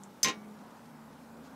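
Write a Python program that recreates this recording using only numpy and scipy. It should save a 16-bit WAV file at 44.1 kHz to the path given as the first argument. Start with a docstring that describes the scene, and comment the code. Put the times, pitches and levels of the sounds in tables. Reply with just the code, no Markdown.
"""A part snaps home in a steel breaker panel on an outside wall. First a faint tick sounds in quiet outdoor
air, over distant traffic and the wavering drone of a far engine. At 0.23 s the stiff catch gives a bright
double snap and rings high; just after, the sheet-steel box takes the blow and rattles for a moment. As it dies
away, faint scuffs of handling follow, and near 0.8 s low hums of the far engine swell up a little."""
import sys
import numpy as np
from scipy import signal
from scipy.fft import rfft, irfft, next_fast_len
from scipy.io import wavfile
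from scipy.ndimage import uniform_filter1d, map_coordinates

SR = 44100
rng = np.random.default_rng(int(sys.argv[2]) if len(sys.argv) > 2 else 0)


def wav_out(sig):
    """Save sig, one row per channel (or a flat mono array), as 16-bit PCM at SR to the path in sys.argv[1]."""
    wavfile.write(sys.argv[1], SR, np.round(np.clip(np.atleast_2d(sig).T, -1, 1) * 32767).astype(np.int16))


N = 68355

# hits of the catch (t/s, level/dB)
CATCH_HITS = [(.2305, -25), (.2316, -19), (.2337, -20), (.2463, -36), (.2722, -43), (.2842, -37)]
# ringing modes of the catch (f/Hz, level/dB, t60/s)
CATCH_MODES = [(4823, -7, .13), (4895, -8, .13), (5233, -2, .11), (5542, -26, .32), (5762, -13, .15),
               (6182, 0, .115), (6745, -17, .16), (7230, -16, .12), (7390, -14, .12), (8559, -20, .1)]
# EQ of its crack and of its sizzling tail (f/Hz, level/dB)
CRACK_EQ = [(100, -45), (1000, -34), (1800, -23), (3000, -30), (4000, -25), (4900, -3), (5800, 0),
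            (6500, -2), (7400, -11), (8500, -25), (12500, -24), (16000, -42)]
SIZZLE_EQ = [(60, -25), (200, 0), (1000, -18.5), (1800, -4), (3600, -12), (5000, -5.5), (7200, 0.5),
             (9800, -15.5), (11800, 1), (14000, -12), (16000, -50)]
def catch(crack_db=16, sizzle_db=-11.5, ring_db=-6.5):
    """The small stiff catch cracks on each contact and rings high."""
    def snap(db):
        crack = amp(crack_db) * hardness(db, CATCH_HITS) * transient(CRACK_EQ, t60=0.0024)
        return crack + amp(sizzle_db) * steel_tail(SIZZLE_EQ)
    snaps = play(CATCH_HITS, snap)
    return snaps + amp(ring_db) * ring(CATCH_MODES, CATCH_HITS, fill_s=.0015, scatter_db=1.5)


# blows on the box (t/s, level/dB)
BOX_HITS = [(.2466, -25.5), (.2510, -32), (.2570, -30), (.2726, -28.5), (.2848, -29), (.2890, -34)]
# ringing modes of the box (f/Hz, level/dB, t60/s)
BOX_MODES = [(226, -5, .24), (305, -13, .25), (418, -6, .18), (498, -11, .2), (786, -12, .2),
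             (1050, 3, .11), (1168, -25, .9), (1404, -14, .22), (1901, -5, .17), (2108, -4, .12),
             (2256, -18, .38), (2453, -3, .11), (2620, -7, .11), (2879, -5, .12), (3143, -4, .12),
             (3772, -4, .12), (4110, -10, .13)]
# EQ of its clank and of its sheet-metal tail (f/Hz, level/dB)
CLANK_EQ = [(100, -46), (400, -42), (1200, -18.5), (2400, 2), (3400, -4), (4600, -12.5), (6500, -5.5),
            (9000, -26), (16000, -47)]
SHEET_EQ = [(40, -43), (130, 5.5), (400, 2), (650, 0.5), (1250, -4), (2000, 4), (2800, 0), (4200, -2.5),
            (6300, 2.5), (9500, -14.5), (13000, -32), (16000, -45)]
def box(clank_db=22, sheet_db=-5, ring_db=-7.5, attack_s=0.0018):
    """Each blow clanks, then spreads through the sheet steel and gives the snap its body."""
    attack = 1 - np.exp(-np.arange(N) / SR / attack_s)
    def blow(db):
        clank = amp(clank_db) * hardness(db, BOX_HITS) * transient(CLANK_EQ, t60=0.0036)
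        return clank + amp(sheet_db) * attack * steel_tail(SHEET_EQ)
    rattle = play(BOX_HITS, blow)
    return rattle + amp(ring_db) * ring(BOX_MODES, BOX_HITS, fill_s=.022, scatter_db=1.0)


def transient(eq, t60):
    """One contact, energy 1: a clean click and, equally strong, the grit of rough surfaces."""
    grit = rng.standard_normal(N) * fade(np.arange(N) / SR, t60)
    push = signal.unit_impulse(N) + grit / np.linalg.norm(grit)
    hit = minimum_phase(push, eq)
    return hit / np.linalg.norm(hit)


def hardness(db, hits):
    """Transient gain: a soft hit loses an extra half dB of bite per dB below the hardest."""
    return amp(.5 * (db - max(level for s, level in hits)))


def ring(modes, hits, fill_s, scatter_db):
    """Every hit feeds energy into the modes, which then ring out."""
    t = np.arange(N) / SR
    push = t * fade(t, fill_s)
    energy = play(hits, lambda db: amp(db) * push / push.sum())
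    out = np.zeros(N)
    for hz, db, t60 in modes:
        stored = signal.lfilter([1], [1, -fade(2 / SR, t60)], energy)
        envelope = amp(db - scatter_db * rng.standard_normal()) * np.sqrt(stored)
        out += envelope * np.sin(2 * np.pi * (hz * t + rng.random()))
    return out


# decay time of steel across the spectrum (f/Hz, t60/s)
STEEL_DECAY = [(100, 0.15), (400, 0.24), (2000, 0.17), (6000, 0.11), (12000, 0.07)]
def steel_tail(eq):
    """Countless weak modes of steel blur into a noisy tail; the highs die first."""
    hz, t, spectrum = signal.stft(noise(eq), SR, nperseg=256)
    decay = fade(t, along(STEEL_DECAY, hz)[:, None])
    return signal.istft(spectrum * decay, SR, nperseg=256)[1][:N]


# light touches before the snap (t/s, level/dB)
TICK_HITS = [(.0336, -51), (.0360, -27), (.0408, -36)]
# their thin, bright EQ (f/Hz, level/dB)
TICK_EQ = [(300, -30), (1500, -26), (2800, -11), (4500, -22), (7300, 0), (9500, -16), (15000, -38)]
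def tick(tail_db=-31.5):
    """Light touches run together into one tick with a trace of steel ring."""
    return play(TICK_HITS, lambda db: transient(TICK_EQ, t60=0.0028) + amp(tail_db) * steel_tail(TICK_EQ))


# handling after the snap (t/s, length/s, level/dB)
SCUFF_CUES = [(.448, .012, -72), (.59, .010, -68), (.615, .015, -72), (.712, .015, -69), (.775, .025, -69),
              (.858, .008, -66), (1.132, .012, -70), (1.372, .008, -68), (1.462, .04, -66)]
# EQ of the scuffs (f/Hz, level/dB)
SCUFF_EQ = [(500, -19), (2000, 1), (4500, 4), (7500, 1), (15000, -22)]
def scuffs():
    """Faint handling: short, soft-edged swells of bright noise."""
    t = np.arange(N) / SR
    envelope = sum(amp(db) * np.exp(-2 * ((t - s) / length) ** 2) for s, length, db in SCUFF_CUES)
    return noise(SCUFF_EQ) * envelope


# pitch and level ride of the far engine (t/s, f/Hz, level/dB)
ENGINE_RIDE = [(0, 200, -52), (.09, 200.1, -56.5), (.18, 206.1, -83), (.30, 220, -54), (.38, 211.2, -52),
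               (.52, 211.1, -51), (.68, 217.9, -60), (.82, 232, -60.5), (.98, 224.7, -51.5),
               (1.15, 224, -63.5), (1.36, 229, -53.5), (1.55, 232.5, -70)]
def engine(octave_db=-14, waver_db=1.0, jitter_hz=1.52):
    """A far engine drones on one wavering note with a weak octave."""
    hz, db = curves(ENGINE_RIDE)
    phase = 2 * np.pi * np.cumsum(hz + jitter_hz * wobble(25)) / SR
    tone = unit(np.sin(phase) + amp(octave_db) * np.sin(2 * phase))
    return amp(db + waver_db * wobble(18)) * tone


# three fader points of the hums (t/s)
HUM_CUES = [0.783, 0.89, 1.68]
# low hums of the far engine (f/Hz, then level/dB at each fader point)
ENGINE_HUMS = [(75.6, -84, -75.5, -67), (149.76, -73, -60.5, -68.5)]
def engine_hums(jitter_hz=2, waver_db=2):
    """The far engine's lower notes fade up as low, unsteady hums."""
    out = np.zeros(N)
    for hz, *levels in ENGINE_HUMS:
        phase = 2 * np.pi * np.cumsum(hz + jitter_hz * wobble(19.5)) / SR
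        fader_db = np.interp(np.arange(N) / SR, HUM_CUES, levels)
        out += unit(np.sin(phase)) * amp(fader_db + waver_db * wobble(14))
    return out


# EQ of the outdoor bed (f/Hz, level/dB)
AIR_EQ = [(15, -68), (25, -21), (43, -29.5), (64, -21.5), (114, -15.5), (141, -13.5), (185, -4.5),
          (223, -6), (363, -13.5), (591, -12.5), (714, -15), (840, -11.5), (2610, -29.5), (14400, -38.5),
          (16000, -43)]
# swell of traffic in its lows and mids (t/s, level/dB)
TRAFFIC_RIDE = [(0, -0.5), (.2, 0.5), (.45, 1.5), (.7, 1.5), (1.1, 0), (1.55, 2.5)]
def outdoor_air(level_db=-55, patchy_db=1.5, crossover_hz=2500):
    """A bed of open air, patchy in time and pitch, that swells with distant traffic."""
    spectrum = signal.stft(noise(AIR_EQ), nperseg=512)[2]
    patches = uniform_filter1d(rng.standard_normal(spectrum.shape), size=5, axis=0)
    patches = unit(uniform_filter1d(patches, size=14, axis=1))
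    air = unit(signal.istft(spectrum * amp(patchy_db * patches), nperseg=512)[1][:N])
    low = filtered(air, lambda hz: 1 / (1 + (hz / crossover_hz) ** 2))
    swell = amp(curves(TRAFFIC_RIDE)[0])
    return amp(level_db) * (air - low + low * swell)


# traffic bands (f/Hz, half-width/Hz, start level/dB, end level/dB)
TRAFFIC_BANDS = [(257, 23, -69, -58), (876, 100, -63.5, -73.5), (1450, 180, -74, -68)]
def traffic():
    """Distant traffic drones in narrow noise bands, each on a slow fade up or down."""
    out = np.zeros(N)
    for centre, width, start_db, end_db in TRAFFIC_BANDS:
        band = filtered(rng.standard_normal(N), lambda hz: 1 / (1 + ((hz - centre) / width) ** 2))
        out += unit(band) * amp(np.linspace(start_db, end_db, N))
    return out


def play(hits, sound):
    """Trigger a fresh sound at each (t/s, level/dB)."""
    out = np.zeros(N)
    for s, db in hits:
        start = max(0, round(s * SR))
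        out[start:] += amp(db) * sound(db)[:N - start]
    return out


def amp(db):
    """Decibels to gain."""
    return 10 ** (np.asarray(db) / 20)


def unit(x):
    """Normalise to rms 1."""
    return x / np.sqrt(np.mean(x ** 2) + 1e-20)


def fade(t, t60):
    """Exponential decay, 60 dB down at t60."""
    return np.exp(-np.log(1000) * t / np.maximum(t60, 1e-4))


def along(points, hz):
    """Read (f/Hz, value) breakpoints on a log frequency axis."""
    freqs, values = np.transpose(points)
    return np.interp(np.log(hz + 1), np.log(freqs + 1), values)


def curves(rows):
    """One automation curve for each column after the time."""
    times, *columns = np.transpose(rows)
    return [np.interp(np.arange(N) / SR, times, column) for column in columns]


def wobble(rate):
    """Smooth random modulation, rate points a second."""
    return map_coordinates(rng.standard_normal(256), [np.arange(N) * rate / SR], mode="mirror")


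def noise(eq):
    """Noise shaped by an EQ, rms 1."""
    return unit(filtered(rng.standard_normal(N), lambda hz: amp(along(eq, hz))))


def filtered(x, response):
    """Zero-phase filter; response gives the gain at each frequency."""
    size = next_fast_len(N + SR // 2)
    return irfft(rfft(x, size) * response(np.fft.rfftfreq(size, 1 / SR)), size)[:N]


def minimum_phase(x, eq, size=4096):
    """EQ with no pre-ring, so attacks stay sharp."""
    gain = amp(along(eq, np.fft.rfftfreq(size, 1 / SR)))
    cepstrum = irfft(np.log(gain))
    cepstrum[1:size // 2] *= 2
    cepstrum[size // 2 + 1:] = 0
    return signal.fftconvolve(x, irfft(np.exp(rfft(cepstrum))))[:N]


def scene():
    """Mono mix: the panel up front, the outdoor ambience behind."""
    panel = catch() + box() + tick() + scuffs()
    return (panel + engine() + engine_hums() + outdoor_air() + traffic())[None]


def record(dry):
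    """The microphone rolls off the deep bass and keeps nothing above its band limit."""
    low_cut_hz, top_hz = 37, 15700
    low_cut = signal.butter(2, low_cut_hz, "highpass", fs=SR, output="sos")
    return filtered(signal.sosfilt(low_cut, dry[0]), lambda hz: hz < top_hz)[None]


dry = scene()
out = record(dry)
wav_out(out)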